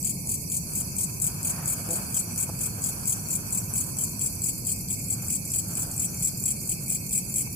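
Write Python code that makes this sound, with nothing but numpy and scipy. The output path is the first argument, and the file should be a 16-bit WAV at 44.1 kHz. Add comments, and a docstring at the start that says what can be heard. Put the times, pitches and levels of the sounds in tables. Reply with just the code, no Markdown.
"""Night in an open field, over distant traffic, far crickets and a steady high buzz on the right.
From the start a near katydid on the left rasps four chirps a second: a double wing tick, then two or three
strokes of the file. Someone close by rustles their clothes and scuffs a foot; at 1.9 and 2.5 s a grip creaks.
A far engine swells around 2.8 s, a second katydid joins at 3.6 s, and the low crickets rise near the end.
Strokes are noise gated by slips of the scraper; resonances and filtered noise make the rest."""
import sys
import numpy as np
from scipy import signal
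from scipy.fft import rfft, irfft, next_fast_len
from scipy.io import wavfile
from scipy.ndimage import uniform_filter1d, map_coordinates

SR = 44100
rng = np.random.default_rng(int(sys.argv[2]) if len(sys.argv) > 2 else 0)


def master_out(mix):
    """Clip the mix to full scale and print it as 16-bit PCM to the path in sys.argv[1]."""
    frames = np.transpose(np.atleast_2d(mix))
    ceiling = np.clip(frames, -1, 1)
    pcm = np.round(ceiling * 32767).astype(np.int16)
    wavfile.write(sys.argv[1], SR, pcm)


N = 332955
T = np.arange(N) / SR  # time in s

# distant traffic, spectrum: freq_hz, relative_db
RUMBLE_SPECTRUM = [(20, -21), (35, -18), (50, -5), (70, -7.5), (105, -3.5), (135, 2), (185, 0), (240, -7.5),
                   (330, -14), (500, -22.5), (800, -27.5), (1300, -55.5), (2000, -82), (4000, -80),
                   (10000, -39)]
# side against mid in the rumble and cloth noise: freq_hz, side_db
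STEREO_WIDTH = [(60, -12), (130, -14.5), (260, -9.5), (500, -5.5), (1000, 1)]
# a far engine draws near and recedes: time_s, relative_db
ENGINE_PASS = [(0, -42), (1.5, -42.5), (2.8, -38.5), (4.6, -40), (6, -42), (7.55, -48)]
# song of tyres on the road: time_s, level_db
TYRE_SONG = [(0.6, -63), (1.2, -57), (2, -60), (4.1, -56.5), (4.8, -66)]

# far cricket choruses: centre_hz, width_hz, pulse_rate_hz, relative_db, swell_share (0 to 1)
CRICKET_CHORUSES = [(2413, 460, 18, -56, 0.7), (4702, 864, 27, -50.5, 0.1), (5954, 690, 15, -50, 0.07)]
# swelling shared by the choruses, mostly heard in the lowest: time_s, swell_db
CHORUS_SWELL = [(0, -2), (1.7, 2.5), (4, 1), (5.5, 1.5), (6.5, 2.5), (7.5, 7.5)]
# blended hiss of far katydids, left spectrum: freq_hz, relative_db
HISS_LEFT_SPECTRUM = [(3800, -42), (5400, -49), (6400, 12), (7300, 16), (8100, 8), (8900, 2), (9700, 21),
                      (10700, -5), (13500, 15), (14100, -5), (15500, -28)]
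# blended hiss of far katydids, right spectrum: freq_hz, relative_db
HISS_RIGHT_SPECTRUM = [(3800, -67), (5400, -51), (6400, 0.5), (7200, 4), (8100, 10.5), (8800, -0.5),
                       (9700, 8.5), (11300, 6.5), (13500, 1), (14100, -12), (15500, -6)]

# moving clothes: time_s, relative_db
CLOTH_MOVES = [(0.06, -77), (0.63, -68), (0.73, -53), (1.03, -59.5), (1.2, -54), (1.92, -46.5),
               (2.17, -50.5), (3.39, -51), (5.05, -64), (5.24, -49), (5.38, -66), (5.58, -57),
               (5.77, -48.5), (5.97, -52.5), (6.45, -60.5), (7.4, -63)]
# colour of the cloth noise: freq_hz, relative_db
CLOTH_SPECTRUM = [(150, 4), (350, 7.5), (700, 12.5), (1000, 8.5), (1250, 8.5), (1550, 9), (1950, -6),
                  (3200, -5), (4000, -18), (5000, -30), (9000, 10), (15000, 1)]
# a sleeve's swish and foot scuffs: start_s, length_s, centre_hz, width_hz, level_db
SCUFF_EVENTS = [(0.22, 0.12, 600, 500, -53), (1.42, 0.36, 930, 1460, -46), (1.872, 0.12, 404, 402, -42),
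                (7.46, 0.023, 890, 400, -48)]
# creaks of a grip: start_s, slip_count, ring_hz, slip_level_db
CREAK_EVENTS = [(1.890, 10, 350, -29), (2.4928, 2, 570, -27.5)]
SLIP_PERIOD_S, SLIP_SCATTER_DB = .006, 1.5

# resonances of the second katydid's wings: centre_hz, width_hz, relative_db
ANSWER_WING_MODES = [(7290, 84, -0.5), (8330, 180, -7.5), (9650, 430, -7.5), (11970, 480, -10.5),
                     (14500, 970, -11.5)]
# the second katydid keeps its own even beat, and warms up to full strength
ANSWER_START_S, ANSWER_PERIOD_S, ANSWER_STROKE_S = 3.604, .2305, .025
ANSWER_DB, ANSWER_SOFT_DB, WARM_UP_S = -35, -5, 1.8

# near katydid's chirps; after two strokes the next comes sooner: tick_s, stroke_count, relative_db
NEAR_CHIRPS = [(0.0288, 3, -28.5), (0.2732, 3, -28.5), (0.5007, 3, -29), (0.7356, 3, -29),
               (0.9667, 3, -28.5), (1.2007, 3, -27.5), (1.4307, 3, -28), (1.6586, 3, -27.5),
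               (1.8899, 3, -29), (2.1265, 3, -28), (2.3608, 3, -28.5), (2.5916, 3, -28.5),
               (2.8209, 3, -28.5), (3.0565, 3, -27), (3.2871, 3, -28.5), (3.5072, 3, -29.5),
               (3.7383, 3, -28), (3.9695, 3, -29), (4.1945, 3, -29.5), (4.4196, 3, -29), (4.6508, 3, -29),
               (4.8866, 2, -30.5), (5.0848, 2, -30.5), (5.2843, 3, -29.5), (5.5188, 3, -29),
               (5.754, 3, -29.5), (5.9793, 3, -28.5), (6.2071, 3, -29), (6.4394, 3, -28), (6.6752, 2, -28),
               (6.8815, 3, -28), (7.1102, 3, -27), (7.3416, 3, -28)]
# strokes of a chirp, the second the sharpest: delay_after_tick_s, attack_s, rasp_between_slips_db
CHIRP_STROKES = [(.0130, .006, -3), (.0372, .0035, -8), (.0615, .006, -5)]
# what the near katydid's wings radiate: freq_hz, relative_db
WING_SPECTRUM = [(1800, -45.5), (2450, -20), (2800, -33.5), (3150, -25.5), (3900, -32.5), (4700, -22.5),
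                 (5350, -27), (5900, -18.5), (6700, -9), (7600, 0), (8150, 0.5), (8900, -7.5), (10200, -6),
                 (12000, -13.5), (14200, -10)]
# sharp resonances of its wings: centre_hz, width_hz, relative_db
NEAR_WING_MODES = [(7680, 35, 4.5), (7860, 38, -13.5), (7980, 48, -10)]
PEAK_HZ, PEAK_WIDTH_HZ = 7970, 800  # its main, broad wing resonance
# its slowly changing bearing: time_s, left_minus_right_db, main_resonance_db
NEAR_BEARING = [(0, 4.5, -2), (3, 4.5, -2), (5.1, 4.5, 3.5), (7.4, 4, -1)]
# how much later it reaches the right ear: time_s, delay_s
RIGHT_EAR_LAG = [(0, .000428), (3.2, .000423), (3.9, .000413), (4.9, .000412), (5.8, .000403),
                 (7.4, .000396)]
# colour of its sound on the right, the side facing away: freq_hz, relative_db
FAR_SIDE_SPECTRUM = [(5000, -1), (6000, 1), (6600, -1.5), (7700, -8), (8400, -3), (9200, 0), (12000, -1),
                     (13300, -7), (14300, -10)]

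TOP_HZ = 15450  # top of the audible band


def undb(db):
    """Decibels to gain."""
    return 10 ** (np.asarray(db) / 20)


def unit(x):
    """Scale to rms 1."""
    return x / np.sqrt(np.mean(x ** 2))


def curve(points):
    """Join (time, value) points with straight lines over the whole scene."""
    return np.interp(T, *np.transpose(points))


def pan_gain(pan_db):
    """Left and right gains that differ by pan_db; positive leans left."""
    return undb(np.array([[pan_db], [-pan_db]]) / 2)


def filtered(x, response):
    """Filter by a response given as a function of frequency."""
    size = next_fast_len(N + 8192)
    hz = np.maximum(np.arange(size // 2 + 1) * SR / size, 1)
    return irfft(rfft(x, size) * response(hz), size)[..., :N]


def colour(x, points):
    """Filter by (Hz, dB) points joined on a log-frequency axis."""
    hz, db = np.transpose(points)
    return filtered(x, lambda f: undb(np.interp(np.log(f), np.log(hz), db)))


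def resonate(x, modes):
    """Ring a sound through parallel resonances, each with its own centre, width and level."""
    return filtered(x, lambda f: sum(undb(db) / (1 + 2j * (f - hz) / width) for hz, width, db in modes))


def band_noise(hz, width, order):
    """Two unrelated channels of noise in one band, rms 1."""
    noise = rng.standard_normal((2, N))
    return unit(filtered(noise, lambda f: 1 / np.sqrt(1 + np.abs(2 * (f - hz) / width) ** (2 * order))))


def wide_noise(points):
    """Coloured mid and side noise, rms 1; the side is held down most in the bass."""
    mid, side = colour(rng.standard_normal((2, N)), points)
    return unit(mid + colour(side, STEREO_WIDTH) * np.array([[1], [-1]]))


def walk(rate):
    """Slow chance: random levels, rate a second, joined smoothly with a spread near 1."""
    hold = max(int(SR / rate), 1)
    levels = np.repeat(rng.standard_normal(N // hold + 1), hold)
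    return 1.207 * uniform_filter1d(levels, hold)[:N]


def shimmer(x, depth_db, rate, size=256):
    """Let neighbouring bands swell and fade on their own, about rate times a second."""
    bands = signal.stft(x, nperseg=size)[2]
    hold = max(int(2 * SR / size / rate), 1)
    drift = uniform_filter1d(rng.standard_normal(bands.shape[-2:]), hold, axis=1)
    drift = unit(uniform_filter1d(drift, size=3, axis=0))
    return signal.istft(bands * undb(depth_db * drift), nperseg=size)[1][..., :N]


def add(track, s, piece):
    """Mix a piece into a track from time s on."""
    i = int(np.clip(s * SR, 0, N))
    track[..., i:i + piece.shape[-1]] += piece[..., :N - i]


def scatter(x, t60):
    """Grass and bodies scatter a sound into a short tail, unrelated left and right."""
    t = T[:SR // 5]
    tail = rng.standard_normal((2, len(t))) * undb(-60 * t / t60)
    return signal.fftconvolve(x[None], tail / np.sqrt(np.sum(tail ** 2) / 2), axes=1)[:, :N]


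def blur(x, t60):
    """Leaves and grass smear each click into a short noise tail, different every time and at each ear."""
    fade = undb(-60 * T[:SR // 5] / t60) ** 2
    power = signal.fftconvolve(x ** 2, fade / fade.sum())[:N]
    return np.sqrt(np.maximum(power, 0)) * rng.standard_normal((2, N))


def traffic(rumble_db=-37.0, drone_hz=105, drone_db=-6, exhaust_db=-5, surge_db=0.3):
    """A steady rumble, and a far engine whose exhaust noise and wavering drone swell together."""
    rumble = wide_noise(RUMBLE_SPECTRUM) * undb(rumble_db)
    drone = np.sin(2 * np.pi * np.cumsum(drone_hz * (1 + .012 * walk(6))) / SR)
    exhaust = band_noise(96.7, 41, order=3)[0]
    engine = undb(drone_db) * drone + undb(exhaust_db) * exhaust
    return rumble + engine * undb(curve(ENGINE_PASS) + surge_db * walk(4.2))


def tyres(hz=1000, width_hz=130):
    """Tyres sing faintly on the distant road, a narrow band of noise."""
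    return band_noise(hz, width_hz, order=2) * undb(curve(TYRE_SONG))


def far_insects(throb_db=1.5, swell_db=1, flicker_db=1.5, patchy_db=2.5, shimmer_db=3.0,
                left_db=-41, right_db=-36.0):
    """Cricket choruses throb at loose pulse rates; the farthest singers blend into a shimmering hiss."""
    choruses = 0
    for hz, width, rate, db, share in CRICKET_CHORUSES:
        phase = 2 * np.pi * np.cumsum(rate * (1 + 0.26 * walk(8.3))) / SR
        slow_db = share * curve(CHORUS_SWELL) + swell_db * walk(4.02)
        singers = shimmer(band_noise(hz, width, order=10), patchy_db, rate=25)
        choruses = choruses + singers * undb(db + slow_db + throb_db * np.sin(phase))
    hiss = []
    for db, points in [(left_db, HISS_LEFT_SPECTRUM), (right_db, HISS_RIGHT_SPECTRUM)]:
        noise = shimmer(rng.standard_normal(N), shimmer_db, rate=20)
        hiss.append(undb(db + flicker_db * walk(60)) * unit(colour(noise, points)))
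    return choruses + np.array(hiss)


def buzzer(level_db=-46, pan_db=-3, beat_hz=220.2):
    """A distant bush cricket on the right buzzes without pause, one click per wing beat, high in the treble."""
    beats = np.floor(np.cumsum(beat_hz * (1 + .0013 * walk(25))) / SR)
    clicks = np.diff(beats, prepend=0)
    song = colour(clicks, [(8000, -30), (11200, -4), (12900, 0), (13700, -1), (14500, -12)])
    return undb(level_db) * pan_gain(pan_db) * unit(scatter(song, t60=0.055))


def person(cloth_db=7.0, crinkle_db=2.25):
    """Clothes rustle with the arms, a sleeve swishes and feet scuff the soil: shaped bursts of noise."""
    out = wide_noise(CLOTH_SPECTRUM) * undb(curve(CLOTH_MOVES) + cloth_db + crinkle_db * walk(45))
    for s, length, hz, width, db in SCUFF_EVENTS:
        push = np.hanning(int(length * SR))
        mid, side = band_noise(hz, width, order=2)[:, :len(push)]
        add(out, s, undb(db) * push * unit(mid + 0.49 * side * np.array([[1], [-1]])))
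    return out


def creaks(width_hz=650):
    """Something held tight sticks and slips, each slip a dull knock; a harder grip rings higher."""
    out = 0
    for s, count, hz, db in CREAK_EVENTS:
        slips = np.zeros(N)
        for k in range(round(count)):
            add(slips, s + k * SLIP_PERIOD_S, undb(db + SLIP_SCATTER_DB * rng.standard_normal(1)))

        def body(f):
            """One damped resonance, dulled above twice its pitch."""
            return 1 / (1 + 1j * (f - hz ** 2 / f) / width_hz) / np.sqrt(1 + (f / (2 * hz)) ** 10)

        knock_peak = filtered(signal.unit_impulse(N), body).max()
        out = out - filtered(slips, body) / knock_peak
    return out


def wing_stroke(slip_s, attack_s, jitter, fade_s, rasp_db, uneven_db, count):
    """The scraper jumps along the file in weakening slips, rasping over the teeth between them; rms 1."""
    t = T[:int(.027 * SR)]
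    force = np.minimum(t / attack_s, 1) * np.exp(-(t / fade_s) ** 2)
    timing, strength = rng.standard_normal((count, 2)).T
    slip_times = slip_s * np.cumsum(np.exp(jitter * timing))
    # each slip is a burst of tooth strikes under a millisecond long
    bursts = np.exp(-((t - slip_times[:, None]) / .0005) ** 2)
    slips = undb(uneven_db * strength) @ bursts
    teeth = rng.choice([-1, 1], len(t))
    return unit(force * (slips + undb(rasp_db)) * teeth)


def second_katydid(gain_db=-3, pan_db=1, grass_db=-4, grass_t60=0.18, vary_db=2.0):
    """Three short strokes a chirp on more sharply tuned wings, further off."""
    drive = np.zeros(N)
    for s in np.arange(ANSWER_START_S, N / SR, ANSWER_PERIOD_S):
        db = ANSWER_DB + ANSWER_SOFT_DB * max(1 - (s - ANSWER_START_S) / WARM_UP_S, 0)
        for k in range(3):
            stroke = wing_stroke(slip_s=.002, attack_s=.0055, jitter=.25, fade_s=.013,
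                                 rasp_db=-2, uneven_db=2, count=7)
            add(drive, s + k * ANSWER_STROKE_S, undb(db + rng.standard_normal()) * stroke)
    heard = shimmer(drive + undb(grass_db) * blur(drive, t60=grass_t60), vary_db, rate=14)
    song = resonate(heard, ANSWER_WING_MODES)
    song = colour(song, [(3500, -40), (6800, 0), (13000, 0), (15500, -6)])
    return unit(song) * np.std(drive) * undb(gain_db) * pan_gain(pan_db)


def wing_tick(second_db=-7, hz=8000, ring_db=-2):
    """The wings open with a ringing, grainy snap and a weaker one 8 ms later."""
    t = T[:int(.012 * SR)]

    def snap(s):
        """A brief swell around time s."""
        return np.exp(-((t - s) / .0007) ** 2)

    grain = unit(rng.choice([-1, 1], len(t)) + undb(ring_db) * np.sin(2 * np.pi * hz * t))
    return (snap(.0005) + undb(second_db) * snap(.0088)) * grain


def flex(stroke, hz=7800, drift_hz=330, width_hz=700, ring_db=-7, vary_db=5.0):
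    """The wing bends anew for each stroke, so its bright core shifts in pitch and strength."""
    detune, strength = np.clip(rng.standard_normal(2), -1.5, 1.5)
    b, a = signal.iirpeak(hz + drift_hz * detune, hz / width_hz, fs=SR)
    core = signal.lfilter(b, a, stroke)
    return stroke + undb(ring_db + vary_db * strength) * core


def near_chirps(tick_db, tick_scatter_db):
    """The bare wing motion: ticks as the wings open, then closing strokes that each ring differently."""
    drive = np.zeros(N)
    for s, strokes, db in NEAR_CHIRPS:
        snap_db = db + tick_db + tick_scatter_db * rng.standard_normal()
        add(drive, s - .0005, undb(snap_db) * wing_tick())  # the snap peaks at s
        for delay, attack, rasp in CHIRP_STROKES[:round(strokes)]:
            stroke = wing_stroke(slip_s=.0028, attack_s=attack, jitter=.16, fade_s=.021,
                                 rasp_db=rasp, uneven_db=1.7, count=9)
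            add(drive, s + delay, undb(db) * flex(stroke))
    return drive


def near_katydid(gain_db=2.03, tick_db=4.5, tick_scatter_db=0.6, leaves_db=-5, grass_db=-5,
                 field_db=-10, field_t60=0.28, vary_db=1.65):
    """Chirps reach the left ear first, smear in leaves, grass and field, and ring with the wings."""
    drive = near_chirps(tick_db, tick_scatter_db)
    late = map_coordinates(drive, [(T - curve(RIGHT_EAR_LAG)) * SR], order=5)
    heard = np.array([drive, late])
    heard = heard + undb(leaves_db) * blur(drive, t60=.012)
    heard = heard + undb(grass_db) * scatter(drive, t60=.06)
    heard = heard + undb(field_db) * blur(drive, t60=field_t60)
    heard = shimmer(heard, vary_db, rate=30)
    # the part below 6 kHz is slightly softer and flutters at random
    low = filtered(heard, lambda f: 1 / (1 + (f / 6000) ** 24))
    heard = heard - low + undb(-2) * shimmer(low, 4, rate=45)
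    times, pan_points, peak_points = np.transpose(NEAR_BEARING)
    pan = undb(np.interp(T, times, pan_points) / 2)
    peak_gain = undb(np.interp(T, times, peak_points))
    peak = filtered(heard, lambda f: np.exp(-(2 * (f - PEAK_HZ) / PEAK_WIDTH_HZ) ** 2))
    ring = resonate(heard, NEAR_WING_MODES)
    left, right = colour(heard + (peak_gain - 1) * peak + ring, WING_SPECTRUM)
    right = colour(right, FAR_SIDE_SPECTRUM)
    return undb(gain_db) * np.std(drive) * np.array([unit(left) * pan, unit(right) / pan])


def scene():
    """All sources in stereo, from the background to the near katydid."""
    background = traffic() + tyres() + far_insects() + buzzer()
    close_by = person() + creaks()
    return background + close_by + second_katydid() + near_katydid()


def record(dry):
    """A steep low-pass removes the extreme treble."""
    top_cut = signal.ellip(10, .2, 70, TOP_HZ, fs=SR, output="sos")
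    return signal.sosfilt(top_cut, dry)


dry = scene()
out = record(dry)
master_out(out)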